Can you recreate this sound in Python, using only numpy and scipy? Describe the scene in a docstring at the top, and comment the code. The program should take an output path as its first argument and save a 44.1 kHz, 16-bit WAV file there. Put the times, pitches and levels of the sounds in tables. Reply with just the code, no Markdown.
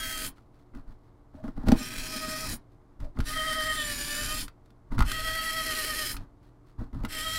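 """A thin motor whine and a gritty gear rasp: a pen-sized electric screwdriver drives screws into a
laptop's plastic cover in five short runs. The motor sags under load while tiny gear teeth rattle the
barrel. Between runs the bit knocks into the next screw head and rings the laptop, hands brush the cover
and the bench rumbles. One close microphone in a quiet room."""
import sys
import numpy as np
from scipy import signal
from scipy.fft import rfft, irfft
from scipy.io import wavfile
from scipy.ndimage import uniform_filter1d

SR = 44100
rng = np.random.default_rng(int(sys.argv[2]) if len(sys.argv) > 2 else 0)


def generate_wav(sig):
    """Save sig (samples, or channels by samples) to the path in sys.argv[1] as 16-bit PCM at SR."""
    pcm = np.round(np.clip(np.atleast_2d(sig).T, -1, 1) * 32767).astype(np.int16)
    wavfile.write(sys.argv[1], SR, pcm)


N = 325458
TIME = np.arange(N) / SR

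# Table levels are relative: each layer adds its own trim.
# trigger pulls: on/s, off/s, growl/dB, rasp/dB, sizzle/dB, rise of rasp and sizzle/(dB/s)
RUNS = [(-0.07, 0.253, -44.5, -46, -45, 11), (1.743, 2.517, -47, -47.5, -51, 9),
        (3.236, 4.413, -46.5, -43.5, -45.5, 2.5), (5.041, 6.107, -43.5, -45, -46.5, 7),
        (7.078, 7.402, -45.5, -46, -46.5, 23)]
# motor curves, one table a run: t/s, whine pitch/Hz, wobble/Hz, level/dB, gear strain (0-1)
MOTOR = [
    [(0.0, 651.5, 2, -50.5, 0), (0.15, 638, 3.5, -47, 0.77), (0.24, 634, 3, -51, 0.6),
     (0.275, 616, 3, -69, 0.6)],
    [(1.8, 612, 2, -51.5, 0.7), (1.93, 638.3, 2.3, -57.5, 0), (2.07, 634.7, 3, -55, 0.02),
     (2.13, 631, 5.55, -47.5, .1), (2.32, 625.7, 3.5, -42.5, 0.4), (2.46, 633.4, 6, -49, 0.01),
     (2.54, 582, 3.7, -63, 0.26)],
    [(3.27, 609, 2.96, -52, 0.5), (3.34, 628.7, 5, -38.5, 0.17), (3.53, 629.5, 6.7, -35.5, 0.3),
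     (3.62, 625.2, 6, -36.5, 0.5), (3.74, 625, 5.5, -35.5, 0.72), (3.84, 603.4, 2, -43, 0.86),
     (3.97, 576.2, 2.4, -52, 0.88), (4.18, 596, 2, -43, 0.99), (4.28, 610.4, 1.8, -46, 0.86),
     (4.375, 623.5, 1.4, -41.5, 1), (4.42, 609.6, 2, -84, 0.8)],
    [(5.09, 621, 5, -47.5, 0.3), (5.15, 634.4, 5, -42.5, 0.61), (5.35, 643.3, 3.8, -40, 0.3),
     (5.58, 643, 6, -40, 0), (5.73, 629.3, 11, -44, 0.43), (5.85, 621, 15, -44.5, .2),
     (6.04, 621, 15, -44, 0), (6.125, 621, 8, -60, 0.1)],
    [(7.11, 636, 5.4, -52.5, 0.13), (7.185, 627, 9, -46.5, 0.69), (7.25, 639, 4, -41.5, 0.12),
     (7.38, 641.5, 3.5, -40, 0.51)],
]
# the grip in each run: level/dB of whine harmonics 1, 2, 3, 5, 6, 7, bench rumble/dB, cover shudder/dB
GRIPS = [(-9, 2, -7, 1, -13.5, -6.5, -42.5, -48), (-5, 1, -8.5, -23, -15.5, -15, -46, -42),
         (-9, 0.83, -2, -3.5, -22, -19, -42.5, -43), (-8, .5, .5, -2.5, -21, -8.5, -44.5, -46.5),
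         (-12.5, 1.1, -3, 3.5, -13, -17, -42.5, -46)]
# bit and fingers strike the cover: t/s, boom/dB, thud/dB, clack/dB, tick/dB
KNOCKS = [(0.381, -48, -64, -50, -67), (0.737, -44, -51, -52, -77), (0.749, -50, -46, -47, -58),
          (1.342, -49, -41.5, -67, -78), (1.439, -50, -31, -44, -74), (1.479, -56, -31.5, -42, -55),
          (1.575, -54.5, -32, -46.5, -66), (1.634, -51, -32.5, -55, -65), (1.67, -30, -20, -40, -48),
          (1.684, -13.5, -15, -30, -30), (1.718, -17, -8.5, -27, -28.5), (1.808, -48, -33, -58, -66),
          (2.155, -46, -33.5, -50, -60), (2.276, -38, -35, -46, -62), (2.53, -45, -35.5, -48, -63),
          (3.002, -42, -60, -49, -53.5), (3.172, -30, -40, -38, -66), (3.188, -15, -28.5, -40, -44),
          (3.203, -29, -39, -33.5, -37.5), (4.48, -53, -52, -48, -44), (4.658, -71, -65, -77, -65),
          (4.704, -52, -60, -78, -62), (4.919, -54, -36, -37.5, -57), (4.981, -29, -32, -26.5, -40.5),
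          (4.99, -13, -29, -26, -33), (5.005, -17, -51, -16, -32), (5.022, -38, -40, -22, -35),
          (5.116, -34.5, -48, -37.5, -29.5), (6.143, -59.5, -50, -36.5, -53), (6.166, -52, -54, -49, -37),
          (6.81, -44, -32, -54, -70), (6.93, -34, -39.5, -50, -62), (6.946, -46, -36.5, -49, -59),
          (7.035, -50, -29.5, -44, -49), (7.049, -33, -33, -27.5, -35)]


def from_db(db):
    """Decibels to gain."""
    return 10 ** (np.asarray(db) / 20)


def rms_one(x):
    """Scale to unit power."""
    return x / np.sqrt(np.mean(x ** 2) + 1e-20)


def cut(x, hz, kind, order=2):
    """Butterworth filter."""
    return signal.sosfilt(signal.butter(order, hz, kind, fs=SR, output="sos"), x)


def coloured(x, spectrum):
    """Shape a signal with an EQ curve of (f/Hz, level/dB) points; rms 1."""
    hz, db = np.transpose(spectrum)
    log_hz = np.log(np.arange(N // 2 + 1) * SR / N + 1e-3)
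    gain = from_db(np.interp(log_hz, np.log(hz), db, left=-120, right=-120))
    return rms_one(irfft(rfft(x) * gain, N))


def noise(spectrum):
    """Steady noise of a given colour."""
    return coloured(rng.standard_normal(N), spectrum)


def drift(rate_hz):
    """Random wander, mostly slower than the given rate; rms 1."""
    hz = np.arange(N // 2 + 1) * SR / N
    return rms_one(irfft(rfft(rng.standard_normal(N)) / (1 + (hz / rate_hz) ** 2), N))


def gate(start, end, fade_s):
    """Fully open from start to end, with a linear fade on either side."""
    return np.clip(1 + np.minimum(TIME - start, end - TIME) / fade_s, 0, 1)


def per_run(values):
    """At each sample, the value that belongs to the latest run."""
    return np.asarray(values)[np.searchsorted([run[0] for run in RUNS[1:]], TIME)].T


def screwdriver(turn_s=0.103, jitter=0.0016, slip_skew=0.59, throb_db=3):
    """One shaft drives whine and gears; each turn it slows as the screw binds; the whine dips on the slip."""
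    # one moment in each run when the screw slips free: t/s
    slips = [0.095, 2.296, 3.545, 5.853, 7.225]
    curve_s, *curves = np.vstack(MOTOR).T
    pitch, wobble_hz, whine_db, strain = (np.interp(TIME, curve_s, curve) for curve in curves)
    turn = 2 * np.pi * (TIME - per_run(slips)) / turn_s
    pitch += wobble_hz * (np.sin(turn) + slip_skew * np.sin(2 * turn))
    phase = 2 * np.pi * np.cumsum(pitch * (1 + jitter * drift(37))) / SR
    return whine(phase, whine_db - throb_db * np.cos(turn), strain) + gearbox(phase)


def whine(phase, whine_db, strain, trim_db=0.4, skirt_db=-19, skirt_hz=45, mesh_flutter_db=3.5):
    """Motor harmonics; play in the gears roughens the higher ones, and load brings out the tooth mesh."""
    # motor harmonics: multiple of the whine, gain at full strain/dB, flutter (0-1)
    harmonics = [(1, 1, .65), (2, -4.5, .25), (3, 3, .6), (5, -2.5, .65), (6, 2, .5), (7, 0, .5)]
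    # tooth-mesh tones: multiple of the whine, free-running level/dB, strained level/dB
    mesh_tones = [(3.8, -78.5, -58.5), (4, -72.5, -49.5), (4.33, -72, -51), (10, -78, -55.5),
                  (12, -66, -45.5)]
    out = np.zeros(N)
    for (multiple, strain_db, flutter), grip_db in zip(harmonics, per_run(GRIPS)):
        angle = multiple * phase + rng.uniform(0, 2 * np.pi)
        skirt = np.sqrt(multiple) * (drift(skirt_hz) * np.sin(angle) + drift(skirt_hz) * np.cos(angle))
        # the loose bit carries each tone unevenly, so it flutters and briefly drops out
        contact = np.clip(1.05 + flutter * drift(20), 0.05, 1.4)
        tone = contact * np.sin(angle) + from_db(skirt_db) * skirt
        out += from_db(whine_db + grip_db + strain * strain_db + trim_db) * tone
    for multiple, free_db, strained_db in mesh_tones:
        level = from_db(free_db + strain * (strained_db - free_db) + mesh_flutter_db * drift(30))
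        out += level * np.sin(multiple * phase + 0.63 * drift(60))
    motor_on = sum(gate(curve[0][0], curve[-1][0], fade_s=0.018) for curve in MOTOR)
    return np.sqrt(2) * out * motor_on


def worn_teeth(phase, cycles):
    """The same worn teeth come round every few cycles: a dense comb of faint overtones."""
    wear = signal.resample(rng.standard_normal(64 * cycles), 8 * 64 * cycles)
    revolutions = phase / (2 * np.pi * cycles)
    return rms_one(np.interp(revolutions, np.arange(len(wear)) / len(wear), wear, period=1))


def shifting_contacts(x, depth_db, width_hz=170, span_s=0.11, frame=1024):
    """Narrow bands swell and fade on their own as the contacts shift."""
    hz, t, bands = signal.stft(x, SR, nperseg=frame)
    swell = rng.standard_normal(bands.shape)
    for _ in range(2):
        swell = uniform_filter1d(swell, round(width_hz / hz[1]), axis=0)
        swell = uniform_filter1d(swell, round(span_s / t[1]), axis=1)
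    return signal.istft(bands * from_db(depth_db * rms_one(swell)), SR, nperseg=frame)[1][:N]


def running(on, off, spin_up_s=0.047, coast_s=0.078):
    """The gears spin up, hold while the trigger is held, then coast to rest."""
    spin_up = np.clip((TIME - on) / spin_up_s, 0, 1)
    return spin_up * from_db(-60 * np.clip((TIME - off) / coast_s, 0, 2) ** 2)


def gearbox(phase, comb_db=-3, split_hz=6500, growl_db=2, rasp_db=0.5, sizzle_db=1.32,
            seating_db=0.5, seating_s=0.083, linger_s=0.011):
    """Tiny tooth impacts, partly repeating, rattle the barrel, brighter as the screw tightens."""
    # lower resonances of the barrel: f/Hz, level/dB
    barrel_colour = [(250, 1), (500, -4), (850, -10.5), (1100, -7.5), (1500, 3), (1900, 2.5), (2150, 3),
                     (2450, 0.5), (2850, -3), (3200, 3.5), (3600, -1), (4200, -28)]
    # gear treble, changing with the grip, one curve a run: f/Hz, level/dB
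    treble_colours = [
        [(2060, -39), (3500, -28), (3780, -7), (4070, -12), (4480, -5), (6100, -9), (7180, -5), (7750, -3),
         (8200, -1.5), (9600, 5.5), (10600, -2.5), (13900, -3), (15800, -4)],
        [(2060, -67), (3500, -21.5), (4020, -11.5), (4420, -13.5), (5210, -14), (5550, -9), (6170, -18),
         (6790, -13), (7950, -9), (9420, -1), (10400, -6.5), (12800, -6), (14200, -12), (15100, -8),
         (15800, -12)],
        [(2060, -26), (3500, -4), (3970, -4), (4860, -1), (6100, -7), (6370, -11), (6660, -10), (6870, -6.5),
         (7230, -10), (8000, -5), (9240, -1), (11400, -7), (12400, -8), (14700, -10), (15800, -12)],
        [(2060, -9.5), (3500, -9.5), (3630, -28), (3900, -4), (4340, -4), (4830, -4.5), (5310, -3), (5830, -9),
         (6700, -8.5), (9540, -1), (10300, -6.5), (11100, -2), (11700, -5.5), (13600, -5), (15800, -15)],
        [(2060, -7), (3500, -10), (3900, -5), (4180, -5), (4560, -6), (4680, -7), (5240, -1.5), (6700, -16.5),
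         (7800, -8.5), (9600, -10), (13700, -15), (15800, -23)],
    ]
    impacts = rng.standard_normal(N)
    impacts += from_db(comb_db) * (worn_teeth(phase, cycles=5) + worn_teeth(phase, cycles=7))
    flicker = from_db(-1.4 * drift(120) + 1.19 * drift(22))
    impacts *= (1 + 0.12 * np.cos(phase)) * flicker
    impacts = shifting_contacts(impacts, depth_db=2.1)
    barrel = coloured(impacts, barrel_colour)
    out = np.zeros(N)
    for (on, off, growl, rasp, sizzle, rise), colour in zip(RUNS, treble_colours):
        treble = coloured(impacts, colour)
        low, high = (rms_one(cut(treble, split_hz, kind, order=5)) for kind in ("low", "high"))
        tightening = from_db(rise * np.clip(TIME - on, 0, off - on))
        grind = from_db(growl + growl_db) * barrel + from_db(rasp + rasp_db) * tightening * low
        out += grind * running(on, off)
        swell_db = seating_db * np.exp(-((TIME - off) / seating_s) ** 2)   # the screw seats
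        out += from_db(sizzle + sizzle_db + swell_db) * tightening * high * running(on, off + linger_s)
    return out


def room_tone(air_db=-59):
    """A bed of soft air noise with a low hum."""
    # air in the room: f/Hz, level/dB
    air_colour = [(18, -30), (30, 5.5), (190, -9), (240, -10.5), (374, -8), (415, -19), (629, -14),
                  (774, -16), (1140, -19), (1830, -33), (2080, -30.5), (2490, -39.5), (9390, -47),
                  (15000, -52.5)]
    # room hum: f/Hz, level/dB
    hum_tones = [(118.4, -64), (226, -86), (290.7, -69), (360.7, -74.5), (452.2, -75.5)]
    hum = sum(from_db(db) * np.sin(2 * np.pi * hz * TIME + 0.5 * drift(0.58)) for hz, db in hum_tones)
    return from_db(air_db) * noise(air_colour) + np.sqrt(2) * hum


def touch(start, length, attack_s=0.02, t60=0.22):
    """A touch swells, holds and dies away."""
    attack = np.clip(1 + (TIME - start) / attack_s, 0, 1)
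    return attack * from_db(-60 * np.clip((TIME - start - length) / t60, 0, 2))


def levelled_noise(spectrum, span_s):
    """Coloured noise with its swells evened out."""
    x = noise(spectrum)
    return x / np.sqrt(uniform_filter1d(x ** 2, int(span_s * SR)) + 1e-3)


def hands(shudder_db=-5, brush_db=-1, catch_db=3):
    """Leaning and driving shake the bench and the cover; skin catches on the textured plastic."""
    # a hand leans on the laptop: t/s, length/s, bench rumble/dB, cover shudder/dB, skin brush/dB
    presses = [(0.24, 0.046, -42, -41.5, -73), (0.757, 0.026, -36, -42.5, -65),
               (0.883, 0.035, -40, -51, -69), (1.346, 0.052, -50, -49.5, -68.5),
               (1.444, .04, -35.5, -39, -60.5), (1.571, 0.11, -33, -41, -64.5),
               (1.673, 0.069, -23, -29, -48), (1.987, .03, -34, -52, -75), (2.449, 0.089, -37, -37.5, -80),
               (3.011, 0.039, -30, -44.5, -61.5), (3.168, 0.0095, -34, -42, -61),
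               (3.209, 0.023, -27, -42, -55), (3.263, 0.12, -37, -48, -75),
               (4.205, 0.24, -37, -41.5, -76.5), (4.923, 0.03, -27.5, -33, -57),
               (4.985, 0.062, -20, -35.5, -57), (5.074, 0.26, -37, -53, -73),
               (6.136, 0.083, -38, -43.5, -64), (6.797, 0.029, -33, -37.5, -61.5),
               (6.945, 0.12, -32, -40.5, -65.5)]
    # fingertips slide lightly over the plastic: t/s, length/s, level/dB
    strokes = [(0.37, 0.01, -66), (0.546, 0.064, -73), (1.04, 0.038, -75), (2.715, .01, -73.5),
               (4.648, 0.046, -76.5), (6.431, .05, -71.5), (6.673, .02, -69)]
    # deep rumble of the bench: f/Hz, level/dB
    bench_colour = [(12, 4), (22, 3.5), (29, -2.5), (42, -2.5), (65, -21), (100, -11), (150, -27),
                    (300, -38.5)]
    # low-mid shudder of the cover: f/Hz, level/dB
    cover_colour = [(90, -1), (160, 1), (200, -4), (240, 3), (285, 7.5), (330, -10), (480, -17.5),
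                    (650, -16.5), (1000, -11.5), (2000, -25)]
    # hiss of skin on plastic: f/Hz, level/dB
    skin_colour = [(400, -1), (1300, 8.5), (2200, 0.5), (3000, -2.5), (4300, 0), (6500, -10),
                   (10000, -11.5), (15900, -16)]
    rumble, shudder, brush = from_db([-60, -66, -84])   # hands at rest
    for start, length, bench_db, cover_db, skin_db in presses:
        press = touch(start, length)
        rumble = np.maximum(rumble, from_db(bench_db) * press)
        shudder = np.maximum(shudder, from_db(cover_db) * press)
        brush = np.maximum(brush, from_db(skin_db) * press)
    for (on, off, *_), (*_, bench_db, cover_db) in zip(RUNS, GRIPS):
        drive = running(on, off)
        rumble = np.maximum(rumble, from_db(bench_db) * drive)
        shudder = np.maximum(shudder, from_db(cover_db) * drive)
    for start, length, db in strokes:
        brush = np.maximum(brush, from_db(db) * touch(start, length))
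    bench = rumble * levelled_noise(bench_colour, span_s=0.072)
    cover = from_db(shudder_db) * shudder * levelled_noise(cover_colour, span_s=0.036)
    skin = from_db(brush_db + catch_db * drift(150)) * brush * noise(skin_colour)
    return bench + cover + skin


def blows(levels_db):
    """One click for each knock."""
    clicks = np.zeros(N)
    clicks[[round(row[0] * SR) for row in KNOCKS]] = from_db(levels_db)
    return clicks


def ring(clicks, hz, t60):
    """Each click sets a damped sine ringing."""
    decay, step = from_db(-60 / (t60 * SR)), 2 * np.pi * hz / SR
    return signal.lfilter([0, np.sin(step)], [1, -2 * decay * np.cos(step), decay ** 2], clicks + 1e-18)


def dying(clicks, t60):
    """Envelope that jumps at each click and dies away."""
    return signal.lfilter([1], [1, -from_db(-60 / (t60 * SR))], clicks + 1e-18)


def struck(modes, levels_db):
    """Every knock rings every mode, a little differently each time; neighbours swing opposite ways."""
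    scatter_db = rng.standard_normal((len(KNOCKS), len(modes)))
    return sum((-1) ** k * ring(blows(levels_db + db + scatter_db[:, k]), hz, t60)
               for k, (hz, db, t60) in enumerate(modes))


def knocks(boom_db=-1, thud_db=1, knock_db=-13, clack_db=-1, tick_db=3, tail_db=-14, soft_hz=700):
    """The tip ticks, the thin cover clacks and the whole laptop thuds, all in one knock."""
    # deepest modes of the laptop on the bench: f/Hz, level/dB, t60/s
    boom_modes = [(63, -1, 0.063), (107, -2.5, .08), (149, 1, 0.022)]
    # its low-mid modes: f/Hz, level/dB, t60/s
    thud_modes = [(187, 0.5, 0.047), (228, 6, 0.047), (267.4, 0.5, 0.09), (331, -13.5, 0.13),
                  (457, -15, 0.081)]
    # hollow midrange modes of the cover: f/Hz, level/dB, t60/s
    knock_modes = [(507, -3, 0.032), (634, 0, 0.07), (694, 2, 0.012), (797, 4, 0.03)]
    # its bright modes: f/Hz, level/dB, t60/s
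    clack_modes = [(905, 2, 0.011), (1224, 5.5, 0.01), (1270, -0.5, 0.037), (1417, -9, 0.056),
                   (1740, -11.5, 0.013), (2034, -8.5, 0.027)]
    # contact noise of the tip: f/Hz, level/dB
    tick_colour = [(1200, 10.5), (2200, -1.5), (4500, -0.5), (6500, -9.5), (10000, -10.5), (15900, -17)]
    _, boom, thud, clack, tick = np.transpose(KNOCKS)
    body = struck(boom_modes, boom + boom_db) - struck(thud_modes, thud + thud_db)
    cover = struck(knock_modes, thud + knock_db) + struck(clack_modes, clack + clack_db)
    tips = blows(tick + tick_db)
    skid = dying(tips, t60=0.018) + from_db(tail_db) * dying(tips, t60=0.076)
    skid = cut(skid, 200, "low", order=1)   # the tip takes a moment to seat
    return cut(body, soft_hz, "low") + cover + skid * noise(tick_colour)


def buzzes():
    """Friction keeps single resonances of tool and cover ringing."""
    # rubbed resonances: start/s, end/s, f/Hz, width/Hz, level/dB
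    resonances = [(1.39, 1.477, 616, 70, -54), (1.826, 1.85, 5360, 700, -45.5),
                  (1.78, 2.488, 2476, 239, -48.5), (2.083, 2.48, 5160, 443.4, -45.5),
                  (3.04, 3.055, 603, 89, -47), (3.335, 3.747, 1938, 263, -43.5),
                  (3.78, 3.828, 3538, 399.4, -39.5), (4.148, 4.295, 1576, 400, -45.5),
                  (3.857, 4.401, 11240, 707, -48), (5.11, 5.7, 1940, 250, -52.5),
                  (5.399, 5.43, 2800, 352, -47), (5.446, 6.12, 10990, 450, -49.5)]
    out = np.zeros(N)
    for start, end, hz, width, db in resonances:
        buzz = rms_one(cut(rng.standard_normal(N), [hz - width / 2, hz + width / 2], "band"))
        out += from_db(db) * buzz * gate(start, end, fade_s=0.035)
    return out


def room(x, t60=0.15, wet_db=-19, wall_hz=4000, predelay_s=0.004):
    """The walls add a short, dull tail."""
    t = TIME[:SR // 2]
    tail = cut(rng.standard_normal(len(t)), wall_hz, "low") * from_db(-60 * t / t60) * (t > predelay_s)
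    return x + from_db(wet_db) * signal.fftconvolve(x, tail / np.linalg.norm(tail))[:N]


def scene():
    """Everything reaches one microphone, alike in both channels."""
    mono = room(screwdriver() + buzzes() + knocks()) + hands() + room_tone()
    return np.array([mono, mono])


def record(dry):
    """A steep high cut takes off the very top."""
    cutoff_hz = 15850
    return signal.sosfilt(signal.ellip(12, 0.1, 90, cutoff_hz, fs=SR, output="sos"), dry)


dry = scene()
out = record(dry)
generate_wav(out)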